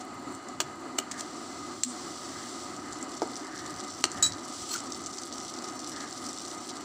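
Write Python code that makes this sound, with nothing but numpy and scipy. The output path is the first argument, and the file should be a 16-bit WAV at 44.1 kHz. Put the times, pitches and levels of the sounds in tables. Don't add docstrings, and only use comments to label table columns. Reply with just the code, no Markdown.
import sys
import numpy as np
from scipy import signal
from scipy.fft import rfft, irfft, next_fast_len
from scipy.io import wavfile
from scipy.ndimage import map_coordinates

SR = 44100
rng = np.random.default_rng(int(sys.argv[2]) if len(sys.argv) > 2 else 0)


def master(y):
    cut = np.clip(np.atleast_2d(y).T, -1, 1)
    pcm = np.round(cut * 32767)
    wavfile.write(sys.argv[1], SR, pcm.astype(np.int16))


N = 301644


def amp(db):
    return 10 ** (np.asarray(db) / 20)


def unit(x):
    return x / np.sqrt(np.mean(x ** 2) + 1e-20)


def along(points, hz):
    f, v = np.transpose(points)
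    return np.interp(np.log(hz + 1), np.log(f + 1), v)


def wobble(rate):
    knots = rng.standard_normal(int(N * rate / SR) + 4)
    return map_coordinates(knots, [np.arange(N) * rate / SR])


def bumps(rows):
    t = np.arange(N) / SR
    return sum(height * np.exp(-.5 * ((t - s) / length) ** 2) for s, height, length in rows)


def filtered(x, response):
    n = x.shape[-1]
    padded = 2 * next_fast_len(n // 2 + 4096)
    hz = np.fft.rfftfreq(padded, 1 / SR)
    return irfft(rfft(x, padded) * response(hz), padded)[..., :n]


def causal(gain):
    cepstrum = irfft(np.log(np.maximum(gain, 1e-6)))
    half = len(cepstrum) // 2
    return np.exp(rfft(np.r_[cepstrum[0], 2 * cepstrum[1:half], np.zeros(half)]))


def coloured(x, points):
    return filtered(x, lambda hz: causal(unit(amp(along(points, hz)))))


def peaks(rows, hz):
    total = 0
    for centre, width, db in rows:
        damping = (hz * width) ** 2
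        total = total + amp(db) ** 2 * damping / ((centre * centre - hz * hz) ** 2 + damping)
    return total


def fade(t, t60):
    return np.exp(-np.log(1000) * t / t60)


def add(track, s, sound):
    room = track[round(s * SR):][:len(sound)]
    room += sound[:len(room)]


def flame():
    # hz, relative_db per Hz
    roar_colour = [(25, -38), (120, -40), (190, -18), (250, 1.5), (370, 1), (460, -21.5), (1050, -10.5),
                   (1500, -19), (2100, -20), (2350, -41), (3400, -39), (5200, -30), (6000, -24),
                   (7500, -18.5), (8800, -30), (11000, -43.5), (16000, -56)]
    # centre_hz, width_hz, relative_db
    hollows = [(277, 68, 0.5), (583, 72, -8.5), (736, 62, -2), (970, 5.9, -3), (1239.5, 64.4, 2),
               (2033, 48, -9), (2500, 31, -21.5), (2944, 34, -14), (4370, 570, -17)]
    # hz, relative_db per Hz
    rumble_colour = [(20, -31), (45, -20.5), (85, 0), (120, 0.5), (180, -3), (300, -11.5), (800, -47)]
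    # middle_s, bright_level_db, rumble_level_db, half_length_s
    swells = [(0.686, -57, -53, 0.037), (1.16, -50, -57, 0.053), (2.37, -53.5, -55, 0.1),
              (2.89, -52, -55, 0.059), (3.577, -49.5, -70, 0.13), (3.752, -71, -48.5, 0.036),
              (4.235, -49.5, -49, 0.1), (4.613, -63, -51, 0.025), (6.016, -48, -70, 0.069)]
    # middle_s, depth_db, half_length_s
    dips = [(1.852, 9, .025), (4.029, 7, .01)]
    roar_db, rumble_db = -41.5, -60.5
    start_softer_db, fill_out_s = 0.5, 0.96

    def roar_gain(hz):
        hollow_power = peaks(hollows, hz) / (1 + (hz / 5500) ** 8)
        return np.sqrt(amp(along(roar_colour, hz)) ** 2 + hollow_power)

    roar = filtered(rng.standard_normal(N), roar_gain)
    rumble = filtered(rng.standard_normal(N), lambda hz: amp(along(rumble_colour, hz)))
    bright = filtered(rng.standard_normal(N), lambda hz: np.exp(-((hz - 1770) / 380) ** 2))
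    bright_swell = bumps([(s, amp(db), length) for s, db, _, length in swells])
    rumble_swell = bumps([(s, amp(db), length) for s, _, db, length in swells])
    soft_db = start_softer_db * np.exp(-np.arange(N) / SR / fill_out_s)
    waver_db = 1.2 * wobble(14) + 0.69 * wobble(2.865)
    roar_gain_over_time = amp(roar_db - soft_db + waver_db - bumps(dips))
    rumble_gain = np.hypot(amp(rumble_db + 2.5 * wobble(8.1)), rumble_swell)
    return roar_gain_over_time * unit(roar) + rumble_gain * unit(rumble) + bright_swell * unit(bright)


def bubbles(rate, spread_db):
    sizes = np.clip(rng.standard_normal(N), -2, 2)
    born = rng.random(N) < rate / SR
    signs = np.sign(rng.standard_normal(N))
    return unit(born * signs * amp(spread_db * sizes))


def hiss_level():
    # start_s, hold_s, level_db
    wettings = [(1.087, 1.52, -49.5), (1.813, 0.83, -48), (4.458, 0.17, -41.5), (5.95, 0.62, -58)]
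    start_db, growth_db_per_s, flutter_db = -67.5, 2.03, 3
    attack_s, release_s = 0.088, 0.14
    t = np.arange(N) / SR
    power = amp(start_db + growth_db_per_s * t + flutter_db * wobble(35)) ** 2
    for s, hold, db in wettings:
        attack = 1 - np.exp(-np.maximum(t - s, 0) / attack_s)
        release = np.exp(-np.maximum(t - s - hold, 0) / release_s)
        power += (amp(db) * attack * release) ** 2
    return np.sqrt(power)


def sputter_level(s):
    wet_db, settled_db = -68, -47.5
    middle_s, change_s = 2.36, 0.51
    settled = 1 / (1 + np.exp((middle_s - s) / change_s))
    return wet_db + (settled_db - wet_db) * settled


def sputter():
    # centre_hz, width_hz, relative_db
    cavities = [(3800, 2000, 1), (5740, 420, -0.5), (7060, 5800, -1.5), (10900, 2000, 7)]
    out, t = np.zeros(N), np.arange(SR // 8) / SR
    shape = fade(t, 0.006) + amp(-10) * fade(t, 0.045)
    for pitch, width, db in cavities:
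        pockets = np.abs(bubbles(rate=80, spread_db=1.8))
        crackle = signal.fftconvolve(pockets, shape)[:N] * bubbles(rate=8300, spread_db=0)
        pocket_row = [(pitch, width, 0)]
        resonant = filtered(crackle, lambda hz: causal(0.31 + np.sqrt(peaks(pocket_row, hz))))
        out += amp(db) * unit(resonant)
    return unit(out * amp(1.9 * wobble(22)))


def lesser_pops(count=70):
    over_sputter_db, scatter_db = 16, 3
    middle_hz, scatter_octaves = 6400, 0.17
    times = rng.random(count) * N / SR
    size, pitch = rng.standard_normal((count, 2)).T
    levels_db = sputter_level(times) + over_sputter_db + scatter_db * size
    return zip(times, levels_db, middle_hz * 2 ** (scatter_octaves * pitch))


def frying():
    # start_s, level_db (before the shared colour), pitch_hz
    loud_pops = [(0.3496, -32, 7450), (0.4863, -27.5, 6900), (2.765, -24, 6500), (2.925, -23.5, 7150),
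                 (2.9304, -26, 7590), (3.012, -29, 7560), (3.0272, -20.5, 7660), (3.1708, -29, 7050),
                 (3.2191, -21, 4530), (3.23, -27, 5800), (3.3564, -22, 5770), (3.3662, -22.5, 5800),
                 (3.5783, -30, 5740), (3.594, -28, 5000), (3.661, -25, 7200), (3.7938, -38, 5900),
                 (3.802, -23, 7710), (3.8392, -26, 7000), (4.117, -20, 7670), (4.3222, -22, 4680),
                 (4.3345, -25, 5460), (4.7795, -25, 7360), (4.7885, -24, 5800), (4.804, -25, 7580),
                 (4.922, -19, 5870), (4.9467, -23, 5920), (4.9835, -39, 5900), (5.0382, -23, 7220),
                 (5.0616, -19, 6240), (5.068, -21.5, 8300), (5.072, -25, 7000), (5.139, -27, 6000),
                 (5.1725, -25, 7300), (5.182, -23.5, 7300), (5.186, -22, 5890), (5.2215, -29, 5700),
                 (5.2345, -20.5, 4300), (5.3258, -22, 5890), (5.337, -25, 6200), (5.382, -22, 6320),
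                 (5.4015, -25.5, 5930), (5.414, -26, 6200), (5.449, -26, 7060), (5.5392, -25, 5800),
                 (5.588, -25, 4940), (5.622, -25, 7100), (5.6425, -23, 5940), (5.6865, -23, 6400),
                 (5.7925, -22, 5970), (5.802, -25, 7200), (5.8445, -24.5, 4330), (6.0187, -26, 5860),
                 (6.11, -26, 7310), (6.127, -23, 5810), (6.177, -24, 5840), (6.3305, -21, 7770),
                 (6.3855, -26, 5870), (6.417, -25.5, 5890), (6.4752, -29, 5670), (6.4804, -24, 5760),
                 (6.5151, -30, 7470), (6.706, -25.5, 6000), (6.7695, -25, 7250)]
    # hz, relative_db per Hz
    fizz_colour = [(700, -42), (2000, -12.5), (2700, -10.5), (3050, -4), (3300, -2.5), (4500, 1.5),
                   (5200, 2), (5900, 4), (7000, 2), (7750, 3), (9000, -6.5), (10500, -17), (12200, -26.5),
                   (16000, -27.5)]
    t = np.arange(SR // 8) / SR
    hiss = hiss_level() * bubbles(rate=14000, spread_db=6.0)
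    fat = hiss + amp(sputter_level(np.arange(N) / SR)) * sputter()
    for s, db, pitch in [*loud_pops, *lesser_pops()]:
        spit = amp(-7.5) * fade(t, .005) * np.sign(rng.standard_normal(len(t)))
        snap_and_spit = np.where(t == 0, amp(2), spit)
        crackle_and_spray = amp(-21) * fade(t, 0.025) + amp(-27) * fade(t, 0.12)
        burst = snap_and_spit + crackle_and_spray * rng.standard_normal(len(t))
        pitch_row = [(pitch, 2200, 0)]
        add(fat, s, amp(db) * filtered(burst, lambda hz: causal(.5 + peaks(pitch_row, hz))))
    return coloured(fat, fizz_colour)


def scrapes():
    # hardest_s, level_db, rise_s, fall_s, squeal share (0-1)
    strokes = [(0.011, -42, .008, 0.0068, 0), (0.9873, -22.5, 0.002, 0.0017, 0.25),
               (0.9893, -19, 0.00033, 0.0006, 0.04), (1.1138, -30.5, 0.0006, 0.0035, 0),
               (1.1181, -31.5, .0006, 0.0026, 0), (1.141, -39, 0.0005, 0.002, .05),
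               (1.194, -34, 0.009, 0.0065, 0), (1.209, -32, 0.002, 0.0025, 0.2),
               (4.692, -39, .005, .009, .7), (4.717, -38, 0.008, .016, 0.5),
               (4.74, -32.5, 0.009, 0.009, 0.3), (4.762, -35, 0.005, 0.017, 0.05)]
    # pitch_hz, width_hz, relative_db
    squeal_tones = [(2650, 150, -10), (3150, 150, -11), (4270, 210, 0), (5700, 200, -3), (7350, 220, -2),
                    (7800, 200, 1), (9700, 250, -15), (10550, 250, -12), (11750, 240, -13),
                    (14800, 350, -23)]
    # hz, relative_db per Hz
    rasp_colour = [(300, -20), (1500, -2.5), (2500, -7.5), (4400, -2), (6200, 3.5), (7400, 3), (8700, -3.5),
                   (10300, -14), (12000, -25), (16000, -33)]
    out, t = np.zeros(N), np.arange(N) / SR
    grains = coloured(bubbles(rate=6000, spread_db=2.5), rasp_colour)
    grit = unit(grains * amp(2 * wobble(450)))
    squeal = np.zeros(N)
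    for hz, width, db in squeal_tones:
        pitch = hz + .4 * width * wobble(300)
        squeal += amp(db + 4 * wobble(110)) * np.sin(2 * np.pi * np.cumsum(pitch) / SR)
    squeal = unit(squeal)
    for s, db, rise, fall, share in strokes:
        pressure = np.exp(-np.maximum((s - t) / rise, (t - s) / fall))
        out += amp(db) * pressure * (np.sqrt(1 - share) * grit + np.sqrt(share) * squeal)
    return out


def specks():
    # start_s, level_db (before the bright filter)
    loud_specks = [(.0515, -32), (.1445, -37), (.2245, -40), (.307, -38), (.3245, -35), (.351, -33),
                   (.7065, -46), (.758, -38), (.8045, -40)]
    ticks = amp(-78) * bubbles(rate=14, spread_db=2)
    for s, db in loud_specks:
        add(ticks, s, amp([db]))
    return filtered(ticks, lambda hz: causal(unit(peaks([(8800, 3500, 0)], hz) ** .8)))


def flashes():
    # middle_s, level_db, half_length_s
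    steam = [(0.342, -55, .025), (1.898, -45, 0.021)]
    centre_hz, width_hz = 7900, 900
    grains = bubbles(rate=6000, spread_db=4)
    hiss = filtered(grains, lambda hz: np.exp(-.5 * ((hz - centre_hz) / width_hz) ** 2))
    return unit(hiss) * bumps([(s, amp(db), length) for s, db, length in steam])


def ring(modes, t, scatter_db):
    out = 0
    for hz, db, t60 in modes:
        strength = amp(db + scatter_db * rng.normal())
        out = out + strength * fade(t, t60) * np.sin(2 * np.pi * (hz * t + rng.random()))
    return out


def clicks():
    # start_s, level_db, tilt in dB per octave, contact_t60_s, treble_top_hz,
    # spot_hz (resonance of the struck spot), spot_lift_db
    strikes = [(0.6026, -18.5, -3, 0.035, 16000, 2670, 1.5), (0.6146, -34, 1, .02, 12000, 7360, 5),
               (0.986, -20.5, -4.5, 0.016, 17000, 3100, 6.5), (1.8346, -19, 5, 0.021, 11100, 7800, 7),
               (4.0401, -12.5, -2, 0.018, 9800, 4150, 0.5), (4.053, -30, -1, .01, 9800, 4150, 2)]
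    # pitch_hz, relative_db, t60_s
    pan_tones = [(375, -14, .06), (650, -10, .025), (1240, -6.5, .026), (1820, -9, .012), (2350, -13, .015),
                 (3070, -5, .012), (3160, -28, .11), (4200, -3, .014), (5900, -5, .013), (7220, 1, .03),
                 (7640, 1.5, .03), (8490, -5, .034), (14800, -24, .03)]
    # hz, relative_db per Hz
    grit_colour = [(150, -40), (350, -18), (1400, -1), (2400, -2.5), (3200, 3), (3650, -2.5), (4400, 8),
                   (5000, -3.5), (6000, 8), (7700, 4), (9000, -2), (10500, -13), (13000, -17), (16000, -19)]
    out, t = np.zeros(N), np.arange(SR // 5) / SR
    for s, db, tilt_db, t60, top_hz, spot_hz, spot_db in strikes:
        def spot_and_low_cut(hz):
            lift = amp(spot_db * peaks([(spot_hz, 700, 0)], hz))
            return causal(lift) * 1j * hz / (130 + 1j * hz)

        def tilt_and_top(hz):
            tilt = amp(tilt_db * np.log2(np.clip(hz, 800, 7500) / 5000))
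            return causal(tilt / np.hypot(1, (hz / top_hz) ** 4))

        grind = amp(-1) * np.sign(rng.standard_normal(len(t))) * fade(t, t60)
        contact = np.where(t == 0, amp(12), grind)
        blow = coloured(contact, grit_colour) + amp(-9) * ring(pan_tones, t, scatter_db=1)
        blow = filtered(blow, spot_and_low_cut)
        add(out, s, amp(db) * filtered(blow, tilt_and_top))
    return out


def knocks():
    # start_s, level_db, pitch_hz, t60_s, rise_s, thud_db over the level
    blows = [(.605, -32, 310, 0.077, 0.0044, -6), (1.004, -35, 358, 0.086, 0.0032, -14),
             (1.849, -22.5, 249.4, 0.21, 0.039, -42), (3.2197, -20.5, 346, 0.086, 0.0044, -1),
             (4.041, -31.5, 338, 0.18, 0.0026, -3)]
    # hz, relative_db per Hz
    thud_colour = [(150, -30), (330, 2), (450, 3), (600, -1), (930, -1), (1100, -15), (1280, -7),
                   (1550, -13), (1800, -25), (2300, -23), (4000, -50)]
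    out, t = np.zeros(N), np.arange(SR // 4) / SR
    for s, db, hz, t60, rise, thud_db in blows:
        swing = np.sin(2 * np.pi * hz * t) * fade(t, t60) * (1 - np.exp(-t / rise))
        push = amp(20) * (t == 0)
        squelch = amp(-6) * rng.standard_normal(len(t)) * fade(t, 0.075)
        add(out, s, amp(db) * (swing + amp(thud_db) * coloured(push + squelch, thud_colour)))
    return out


def skid():
    # start_s, level_db (lowered by the rasp setting), t60_s
    contacts = [(4.2251, -15, 0.036), (4.2257, -14, 0.013), (4.2382, -16, 0.023), (4.2468, -23.5, 0.049),
                (4.256, -25, .025), (4.263, -18.5, 0.024), (4.275, -30, 0.03), (4.2855, -32, 0.016)]
    # pitch_hz, level_db, delay_s after the first contact, hold_s, t60_s
    bowl_tones = [(3932, -22.8, 0, .036, .1), (3940, -37.5, 0, .04, .22), (6790, -19.5, 0, .007, .03),
                  (7100, -21, 0, .002, .04), (7710, -26.5, 0, .02, .12), (7822, -31, .012, .027, .08),
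                  (6415, -34, .012, .02, .13), (6180, -34, .012, .015, .12), (4414, -38, 0, .015, .13),
                  (3230, -44, 0, .015, .11)]
    # centre_hz, width_hz, relative_db
    chatter = [(1270, 110, -8), (1750, 150, -11.5), (2460, 120, -12.5), (3170, 100, -14), (4440, 220, -12),
               (4820, 83, -8), (5430, 110, -7), (6200, 340, -6), (6830, 280, -1), (7770, 240, 0.5),
               (8350, 200, -13), (9000, 120, -12), (14850, 350, -27)]
    rise_cycles, jitter_hz, rough_db, rough_t60_s, rasp_db = 8, 34, 2.3, .5, -2.7
    out, t = np.zeros(N), np.arange(SR // 3) / SR
    for hz, db, delay, hold, t60 in bowl_tones:
        rise = 1 - np.exp(-t * hz / rise_cycles)
        calming = fade(t, rough_t60_s)
        rough = wobble(230)[:len(t)] * calming
        pitch = hz + jitter_hz * wobble(390)[:len(t)] * calming
        level = amp(db + rough_db * rough) * rise * fade(np.maximum(t - hold, 0), t60)
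        add(out, contacts[0][0] + delay, level * np.sin(2 * np.pi * np.cumsum(pitch) / SR))
    for s, db, t60 in contacts:
        noise = rng.standard_normal(len(t)) * fade(t, t60)
        contact = amp(db + rasp_db) * noise * amp(2 * wobble(800)[:len(t)])
        add(out, s, filtered(contact, lambda hz: causal(unit(peaks(chatter, hz) ** .65))))
    return out


def squeaks():
    # middle_s, level_db, half_length_s, pitch_hz, glide in Hz per second
    squeak_rows = [(4.693, -36, .004, 7800, 0), (4.718, -38, .012, 7850, -3000),
                   (4.719, -34, .005, 4250, 8000), (4.741, -36, .004, 4300, 0), (4.733, -56, .01, 14800, 0),
                   (4.743, -32, .004, 6020, 0), (4.743, -33, .0035, 7420, -9000),
                   (4.755, -35, .006, 1450, -16000)]
    out, t = np.zeros(N), np.arange(-SR // 16, SR // 16) / SR
    for s, db, length, hz, glide in squeak_rows:
        pitch = (hz + glide * t) * (1 + 0.015 * wobble(504)[:len(t)])
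        grip = np.exp(-.5 * (t / length) ** 2) * amp(3 * wobble(250)[:len(t)])
        add(out, s + t[0], amp(db) * grip * np.sin(2 * np.pi * np.cumsum(pitch) / SR))
    return out


def notched(x):
    notch_hz, notch_db, width_hz = 6590, -10, 150
    return filtered(x, lambda hz: causal(amp(notch_db * np.exp(-((hz - notch_hz) / width_hz) ** 2))))


def pan_walls(x):
    # delay_s, gain (no unit)
    walls = [(.00068, 0.033), (.00142, 0.0052), (.0031, .13)]
    return filtered(x, lambda hz: 1 + sum(gain * np.exp(-2j * np.pi * hz * delay) for delay, gain in walls))


def kitchen(x):
    # hz, t60_s
    tail_fading = [(200, 0.64), (2000, 0.34), (10000, 0.14)]
    echo_s, echo_db, tail_db = .0127, -15, -15
    hz, t, z = signal.stft(rng.standard_normal(SR // 3), SR, nperseg=256)
    tail = signal.istft(z * fade(t, along(tail_fading, hz)[:, None]), SR, nperseg=256)[1]
    echo = filtered(x, lambda f: np.exp(-2j * np.pi * f * echo_s))
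    reverb = signal.fftconvolve(x, tail / np.linalg.norm(tail))[:N]
    return x + amp(echo_db) * echo + amp(tail_db) * reverb


def sideways(x, width):
    signs = np.sign(rng.standard_normal(60))
    knots_hz = np.linspace(0, SR / 2, len(signs))
    return filtered(x, lambda hz: 1j * unit(np.interp(hz, knots_hz, signs)) * width(hz))


def stereo_side(mid):
    # hz, side_minus_mid_db
    steady_width = [(30, -25), (300, -47.5), (1300, -58), (3800, -38), (6000, -61), (9000, -54),
                    (15000, -27)]
    # hz, side_minus_mid_db
    late_width = [(200, -40), (2400, -59), (5000, -56), (8000, -45), (11000, -2), (15000, -6)]
    # middle_s, side_minus_mid_db, half_length_s
    spreads = [(0.358, -7, 0.015), (0.991, 1.5, 0.009), (3.928, -7, 0.026), (4.95, -7, 0.011),
               (5.76, -5, 0.032), (6.588, -6, 0.014)]
    widen_at_s, widen_s, spread_from_hz = 4.93, .03, 5100
    opening = .5 + .5 * np.tanh((np.arange(N) / SR - widen_at_s) / widen_s)
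    spread = bumps([(s, amp(db), length) for s, db, length in spreads])
    side = sideways(mid, lambda hz: amp(along(steady_width, hz)))
    side += opening * sideways(mid, lambda hz: amp(along(late_width, hz)))
    return side + spread * sideways(mid, lambda hz: 1 - 1 / (1 + (hz / spread_from_hz) ** 10))


def scene():
    inside = notched(frying() + skid()) + specks() + flashes()
    inside += clicks() + knocks() + scrapes() + squeaks()
    mid = notched(flame()) + kitchen(pan_walls(inside))
    side = stereo_side(mid)
    return np.array([mid + side, mid - side])


def record(dry):
    port_hz, port_db, width_hz, top_hz = 15200, 12, 700, 15540
    heard = filtered(dry, lambda hz: causal(amp(port_db * np.exp(-((hz - port_hz) / width_hz) ** 2))))
    return filtered(heard, lambda hz: 1 / (1 + (hz / top_hz) ** 200))


dry = scene()
out = record(dry)
master(out)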